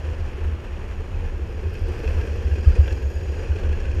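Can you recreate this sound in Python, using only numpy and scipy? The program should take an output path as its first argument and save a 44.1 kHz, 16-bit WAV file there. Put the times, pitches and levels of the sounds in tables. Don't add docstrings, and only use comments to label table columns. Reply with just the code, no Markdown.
import sys
import numpy as np
from scipy import signal
from scipy.fft import rfft, irfft
from scipy.io import wavfile

SR = 44100
rng = np.random.default_rng(int(sys.argv[2]) if len(sys.argv) > 2 else 0)


def persist_wave(psi):
    counts = np.round(np.clip(psi, -1, 1) * 32767).astype(np.int16)
    wavfile.write(sys.argv[1], SR, np.atleast_2d(counts).T)


def invert_db(x):
    u = np.asarray(x, float) / 20
    return 10 ** u


N = 176400


def rms_one(x):
    return x / np.sqrt(np.mean(x ** 2) + 1e-20)


def in_time(rows):
    s, *columns = np.transpose(rows)
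    return [np.interp(np.arange(N) / SR, s, c) for c in columns]


def drift(rate_hz):
    r = np.exp(-2 * np.pi * rate_hz / SR)
    wander = signal.lfilter([1], [1, -2 * r, r * r], rng.standard_normal(N + SR))
    return rms_one(wander[SR:])


def resonance(x, hz, width_hz):
    r = np.exp(-np.pi * width_hz / SR)
    poles = [1, -2 * r * np.cos(2 * np.pi * hz / SR), r * r]
    return signal.lfilter([(1 - r * r) / 2, 0, (r * r - 1) / 2], poles, x)


def steep_resonance(x, hz, width_hz, widening=2):
    return resonance(resonance(x, hz, width_hz), hz, widening * width_hz)


def grains(per_s, spread_db):
    sizes = invert_db(spread_db * np.minimum(rng.exponential(1, N), 4)) * rng.choice([-1, 1], N)
    return rms_one(sizes * (rng.random(N) < per_s / SR))


def coloured(x, points):
    hz, db = np.transpose(points)
    f = np.maximum(np.arange(N // 2 + 1) * SR / N, 1)
    tilt = invert_db(np.interp(np.log(f), np.log(hz), db))
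    low_cut = (f / hz[0]) ** 2 / (1 + (f / hz[0]) ** 2)
    return irfft(rfft(x) * tilt * low_cut, N)


def rolling(coarse_db, roar_db):
    # start in seconds, peak in dB, brightness in dB.
    pebbles = [(0.065, -53, -12), (0.1014, -40.5, -9), (0.2754, -36, -2.5), (1.752, -33.5, 1.5),
               (1.921, -43.5, -2), (2.0409, -31, -6), (2.0757, -26.5, -2), (2.2116, -30, -1),
               (2.2725, -32, -2.5), (2.5142, -46, -2), (2.5557, -29, -2), (2.6451, -36, -3),
               (2.7202, -38, -1), (2.7533, -35, 9), (2.8568, -29.5, -13), (2.878, -23, -8),
               (2.907, -30, -4), (2.923, -36.5, 12), (3.0221, -37, -2), (3.3754, -44, 1.5),
               (3.519, -38, -16), (3.5601, -28.5, -5), (3.5841, -35, -2), (3.691, -30.5, -4),
               (3.7266, -37, 6), (3.8008, -36.5, 6), (3.8307, -34, -6), (3.8528, -31.5, -1),
               (3.914, -39, 6)]
    # frequency in Hz, level in dB.
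    roll_colour = [(110, -13), (170, -17.5), (900, -23.5), (2900, -33), (3700, -43), (7200, -54.5),
                   (7700, -54), (14500, -59.5)]
    # pitch in Hz, width in Hz, level in dB.
    body_modes = [(193.2, 62.7, -9), (347, 53.3, -8), (453, 136, -9), (560.5, 92, -22), (802, 100, -29.5),
                  (1640, 240, -22), (2537, 323, -24), (3266, 365, -34), (4285, 380, -36),
                  (4926, 210, -38.5), (5570, 590, -37), (6950, 900, -45), (9150, 1360, -52),
                  (12100, 870, -64)]
    pebble_db, pebble_t60_s = 11, 0.039
    grains_per_s, grain_spread_db, grain_db = 1500, 5, -8
    roll_db, rumble_follows, rumble_split_hz = 8.3, 0.24, 330

    flutter_db = drift(51)
    layers = []
    for _ in range(4):
        coarse_grains = grains(grains_per_s * invert_db(3 * drift(12)), grain_spread_db)
        shake = rng.standard_normal(N) + invert_db(grain_db) * coarse_grains
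        layers.append(shake * invert_db(flutter_db + 0.5 * drift(8.5)))

    t = np.arange(int(.04 * SR)) / SR
    scuffs = rng.standard_normal((len(pebbles), len(t)))
    knocks = np.zeros((2, N))
    for (s, db, bright_db), scuff in zip(pebbles, scuffs):
        i = int(s * SR)
        knock = invert_db(pebble_db + db - coarse_db[i] - 14 - 60 * t / pebble_t60_s) * scuff
        knocks[:, i:i + len(t)] += knock * invert_db([[0], [bright_db]])

    wheels = layers[0] + .5 * knocks[0]
    trucks = layers[1] + knocks[0]
    case = layers[2] + knocks[1]
    body = invert_db(roar_db) * coloured(layers[3] + 0.083 * knocks[1], roll_colour)
    for k, (hz, width_hz, db) in enumerate(body_modes):
        source = wheels if k < 4 else trucks if k < 8 else case
        body = body + (-1) ** k * invert_db(db) * steep_resonance(source, hz, width_hz, 3)

    low = signal.sosfilt(signal.butter(2, rumble_split_hz, fs=SR, output="sos"), body)
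    swing_db = (rumble_follows - 1) * (coarse_db - coarse_db.mean())
    return invert_db(roll_db + coarse_db) * rms_one(body + low * (invert_db(swing_db) - 1))


def deck_hum(hz, width_hz):
    return rms_one(steep_resonance(rng.standard_normal(N + SR), hz, width_hz)[SR:])


def deck(coarse_db):
    # start in seconds, peak in dB, deck pitch in Hz, length in seconds.
    jolts = [(0.016, -21, 76.8, 0.12), (0.086, -29, 76, 0.11), (0.148, -21.5, 78.6, 0.14),
             (0.411, -25, 73, 0.12), (0.468, -18, 80, 0.1), (0.516, -16.5, 72, 0.079),
             (0.714, -24, 73.7, 0.093), (1.098, -22, 81.7, 0.13), (1.188, -20, 75.1, 0.14),
             (1.238, -19.5, 74.3, 0.07), (1.336, -17.5, 71, 0.074), (1.551, -22.5, 75.3, 0.088),
             (1.643, -15.5, 76, 0.086), (1.805, -20, 78.5, 0.082), (2.053, -15, 73.6, 0.11),
             (2.165, -9.5, 74, 0.091), (2.278, -14.5, 74.2, 0.15), (2.452, -10.5, 72, 0.065),
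             (2.509, -9, 72, 0.074), (2.566, -17, 76, 0.1), (2.915, -14, 72.8, 0.088),
             (3.03, -12.5, 71, 0.1), (3.153, -14.5, 71.4, 0.091), (3.283, -19.5, 72.4, 0.076),
             (3.503, -9.5, 73.5, 0.064), (3.637, -17, 73, 0.11), (3.693, -11.5, 74.2, 0.1),
             (3.861, -17, 69.2, 0.086), (3.933, -15.5, 78.7, 0.12)]
    # time in seconds, level in dB.
    rocking = [(0.03, -44), (0.11, -26), (0.46, -25), (0.51, -43), (0.86, -29), (0.94, -30.5), (1.34, -22),
               (1.42, -35.5), (1.82, -23.5), (2.63, -29), (2.67, -14.5), (3.12, -38), (3.64, -23.5),
               (3.97, -24)]
    # start in seconds, peak in dB, deck pitch in Hz,
    # time until the wheels damp it in seconds.
    seam = [
        (2.666, -4, 71.2, 0.054),
        (2.785, -4.5, 72.6, 0.052),
    ]
    sway_hz, twist_hz = 30.1, 52.3
    jolt_lead_s, jolt_db = 0.02006, -3
    seam_rise_s, seam_t60_s, damp_s = 0.014, .3, 0.012
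    sway_jolt_db, twist_jolt_db = -19.5, -14

    bend_db = -29.5 + coarse_db - coarse_db.mean()
    out = invert_db(bend_db) * deck_hum(73.3, 17.7)
    out = out + invert_db(-4 + in_time(rocking)[0]) * deck_hum(sway_hz, 13.7)
    out = out + invert_db(-40) * deck_hum(twist_hz, 16.0)

    t = np.arange(SR // 2) / SR
    for s, db, hz, length_s in jolts:
        i = max(int((s - jolt_lead_s) * SR), 0)
        swell = np.sin(np.pi * np.minimum(t / length_s, 1)) ** 2
        jolt = invert_db(db + jolt_db) * swell * np.sin(2 * np.pi * hz * t)
        out[i:i + len(t)] += jolt[:N - i]

    rise = np.sin(np.pi / 2 * np.minimum(t / seam_rise_s, 1))
    shape = rise * invert_db(-60 * np.maximum(t - seam_rise_s, 0) / seam_t60_s)
    twist = invert_db(twist_jolt_db) * np.cos(2 * np.pi * twist_hz * t)
    sway = invert_db(sway_jolt_db) * np.sin(2 * np.pi * sway_hz * t)
    for s, db, hz, length_s in seam:
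        i = int(s * SR)
        held = shape * np.exp(-(np.maximum(t - length_s, 0) / damp_s) ** 2)
        out[i:i + len(t)] += invert_db(db) * held * (np.sin(2 * np.pi * hz * t) + twist - sway)
    return out


def bearings():
    # time in seconds, whistle in dB, inner grit in dB, outer grit in dB.
    load = [(0, -66, -75, -79), (1.2, -65, -84, -84), (1.5, -66, -79, -72.5), (1.8, -69, -66.5, -68),
            (2.35, -64, -71, -68), (2.6, -59, -66, -70), (2.78, -64, -60.5, -75), (2.83, -56.5, -66, -66),
            (3.17, -56, -66.5, -66), (3.4, -56, -65, -71), (3.6, -65, -76, -71), (4, -61, -87, -82)]
    # pitch in Hz, width in Hz, level in dB, race (0 inner, 1 outer).
    races = [(8650, 650, -2.5, 0), (11870, 1400, 1.5, 1), (4850, 200, 9, 0), (5380, 660, 6.5, 1),
             (13600, 700, -5, 1)]
    # start in seconds, peak in dB, outer race relative to inner in dB.
    cracks = [(1.7335, -40, 1), (1.7854, -44, -10), (1.8173, -43, -8), (1.879, -40, -12), (1.9221, -51, -4),
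              (1.9929, -44, 0), (2.0388, -52, -4), (2.0827, -43, -1.5), (2.1092, -45, -8),
              (2.2638, -38, -14), (2.3571, -49, -4), (2.5342, -43, -8), (2.6879, -43, 3), (2.81, -48, -1),
              (2.8754, -63, 0), (2.9228, -49, -5), (3.149, -42, -6), (3.711, -62, -3), (3.8507, -55, -3),
              (3.9415, -46, 0)]
    # pitch in Hz, level in dB.
    tones = [(12048, -91), (14025, -97), (14086, -88)]
    grit_per_s, grit_spread_db, grit_level_db = 900, 7.5, -5.5
    crack_s, crack_level_db, crack_broad_db = 0.014, -19.5, -29

    whistle_db, *grit_db = in_time(load)
    whistle = steep_resonance(rng.standard_normal(N), 6724, 210)
    out = invert_db(whistle_db - 6) * rms_one(whistle)

    grit = []
    for _ in grit_db:
        clicks = grains(grit_per_s * invert_db(2.0 * drift(9.1)), grit_spread_db)
        grit.append(rms_one(clicks + 0.89 * rng.standard_normal(N)))
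    for hz, width_hz, db, race in races:
        k = int(race > .5)
        hiss = rms_one(steep_resonance(grit[k], hz, width_hz))
        out = out + invert_db(grit_db[k] + grit_level_db + db) * hiss

    t = np.arange(int(.03 * SR)) / SR
    swell = np.sin(np.pi * np.minimum(t / crack_s, 1)) ** 2
    bursts = rng.standard_normal((len(cracks), len(t)))
    for (s, db, outer_db), burst in zip(cracks, bursts):
        i = int(s * SR)
        crack = invert_db(crack_broad_db) * np.diff(burst, prepend=0)
        for (hz, width_hz, *_), gain_db in zip(races, (0, outer_db)):
            crack = crack + invert_db(gain_db) * steep_resonance(burst, hz, width_hz)
        out[i:i + len(t)] += invert_db(db + crack_level_db) * swell * rms_one(crack)

    for hz, db in tones:
        out = out + invert_db(db) * np.sin(2 * np.pi * hz * np.arange(N) / SR)
    return out


def wind():
    port = signal.butter(2, [15, 49], "band", fs=SR, output="sos")
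    air = signal.sosfilt(port, rng.standard_normal(N))
    gust_db = 4.5 * drift(1.15)
    return invert_db(-40.5 + gust_db) * rms_one(air)


def rings(events, level_db, rise_s, t60_s, partner_db, pair_hz):
    out, t = np.zeros(N + SR), np.arange(SR // 10) / SR
    shape = (1 - np.exp(-t / rise_s)) * invert_db(-60 * t / t60_s)
    shape = shape / shape.max()
    phases = rng.uniform(0, 2 * np.pi, (len(events), 2))
    for (s, db, hz), phase in zip(events, phases):
        i = int(s * SR)
        tone = np.sin(2 * np.pi * hz * t + phase[0])
        partner = np.sin(2 * np.pi * (pair_hz - hz) * t + phase[1])
        out[i:i + len(t)] += invert_db(db + level_db) * shape * (tone + invert_db(partner_db) * partner)
    return out[:N]


def wheel_thuds():
    # start in seconds, peak in dB, pitch in Hz.
    thuds = [(0.374, -27, 371), (0.541, -32.5, 339), (0.706, -34, 350), (0.998, -27.5, 433),
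             (1.235, -30, 462), (1.392, -26.5, 350), (1.503, -33.5, 347), (1.578, -31, 441),
             (1.626, -27, 401), (1.663, -25.5, 383), (1.723, -28.5, 420), (1.879, -23.5, 360),
             (2.035, -22, 442), (2.171, -23, 448), (2.231, -26, 316), (2.327, -31.5, 462),
             (2.413, -38, 458), (2.492, -30, 354), (2.632, -33, 360), (2.766, -28.5, 502),
             (2.851, -32, 391), (2.913, -31, 374), (3.231, -33, 382), (3.365, -27, 424), (3.551, -25, 433),
             (3.951, -27, 352)]
    return rings(thuds, level_db=-6.5, rise_s=0.0047, t60_s=0.081, partner_db=-9.5, pair_hz=820.6)


def truck_rattles():
    # start in seconds, peak in dB, ringing pitch in Hz.
    rattles = [(1.139, -37, 2550), (1.717, -38, 1554), (1.752, -39, 2554), (1.9207, -36.5, 2500),
               (2.0397, -29.5, 1630), (2.0771, -32.5, 2610), (2.1019, -51, 2640), (2.2105, -30, 1625),
               (2.2725, -35, 1594), (2.295, -35, 2410), (2.3288, -38, 2560), (2.5127, -30.5, 1630),
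               (2.5559, -35.5, 2504), (2.6444, -33, 1655), (2.6585, -32, 1260), (2.695, -36.5, 2580),
               (2.7198, -36, 1413), (2.755, -31, 2500), (2.776, -39.5, 1010), (2.8392, -32, 1600),
               (2.8569, -31.5, 2380), (2.8773, -27.5, 1605), (2.889, -42, 2540), (2.909, -30, 1690),
               (3.0226, -38.5, 1605), (3.112, -39, 1650), (3.161, -36.5, 1710), (3.2807, -41, 2650),
               (3.3255, -39, 1640), (3.3745, -36, 1590), (3.5182, -34, 1530), (3.5611, -48, 2430),
               (3.581, -33, 1580), (3.6445, -34, 1520), (3.689, -39, 1640), (3.7288, -29.5, 1660),
               (3.801, -37, 1694), (3.8307, -35, 1640), (3.8502, -32, 1547), (3.9157, -34, 1670)]
    return rings(rattles, level_db=-8, rise_s=.002, t60_s=0.059, partner_db=-7.5, pair_hz=4380)


def scene():
    # time in seconds, rolling level in dB,
    # broad roar relative to the ringing in dB.
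    concrete = [(0, -46, 3), (.5, -49, 6.5), (1.0, -49, 5), (1.45, -49, 5.5), (1.8, -46.5, 0),
                (1.95, -43.5, 1.5), (2.1, -42.5, 1), (2.3, -43.5, -0.5), (2.42, -44.5, -0.5),
                (2.62, -44, -4.5), (2.78, -42.5, -1), (2.93, -44, -3), (3.1, -46, -1.5), (3.27, -46, -1),
                (3.4, -44, 0.5), (3.55, -44, -1), (3.75, -44.5, 1.5), (4, -44, -3.5)]
    coarse_db, roar_db = in_time(concrete)
    ride = rolling(coarse_db, roar_db) + deck(coarse_db) + bearings() + wind()
    return (ride + wheel_thuds() + truck_rattles())[None]


def top_cut(x):
    return signal.sosfilt(signal.butter(12, 15110, fs=SR, output="sos"), x)


def record(dry):
    top = signal.sosfiltfilt(signal.butter(8, 14000, "high", fs=SR, output="sos"), dry)
    sag_db = 12 * np.maximum(drift(25), 0) ** 2
    sagging = dry + top * (invert_db(-sag_db) - 1)
    mix = signal.sosfilt(signal.butter(6, 14200, fs=SR, output="sos"), sagging)
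    return top_cut(mix)


dry = scene()
out = record(dry)
persist_wave(out)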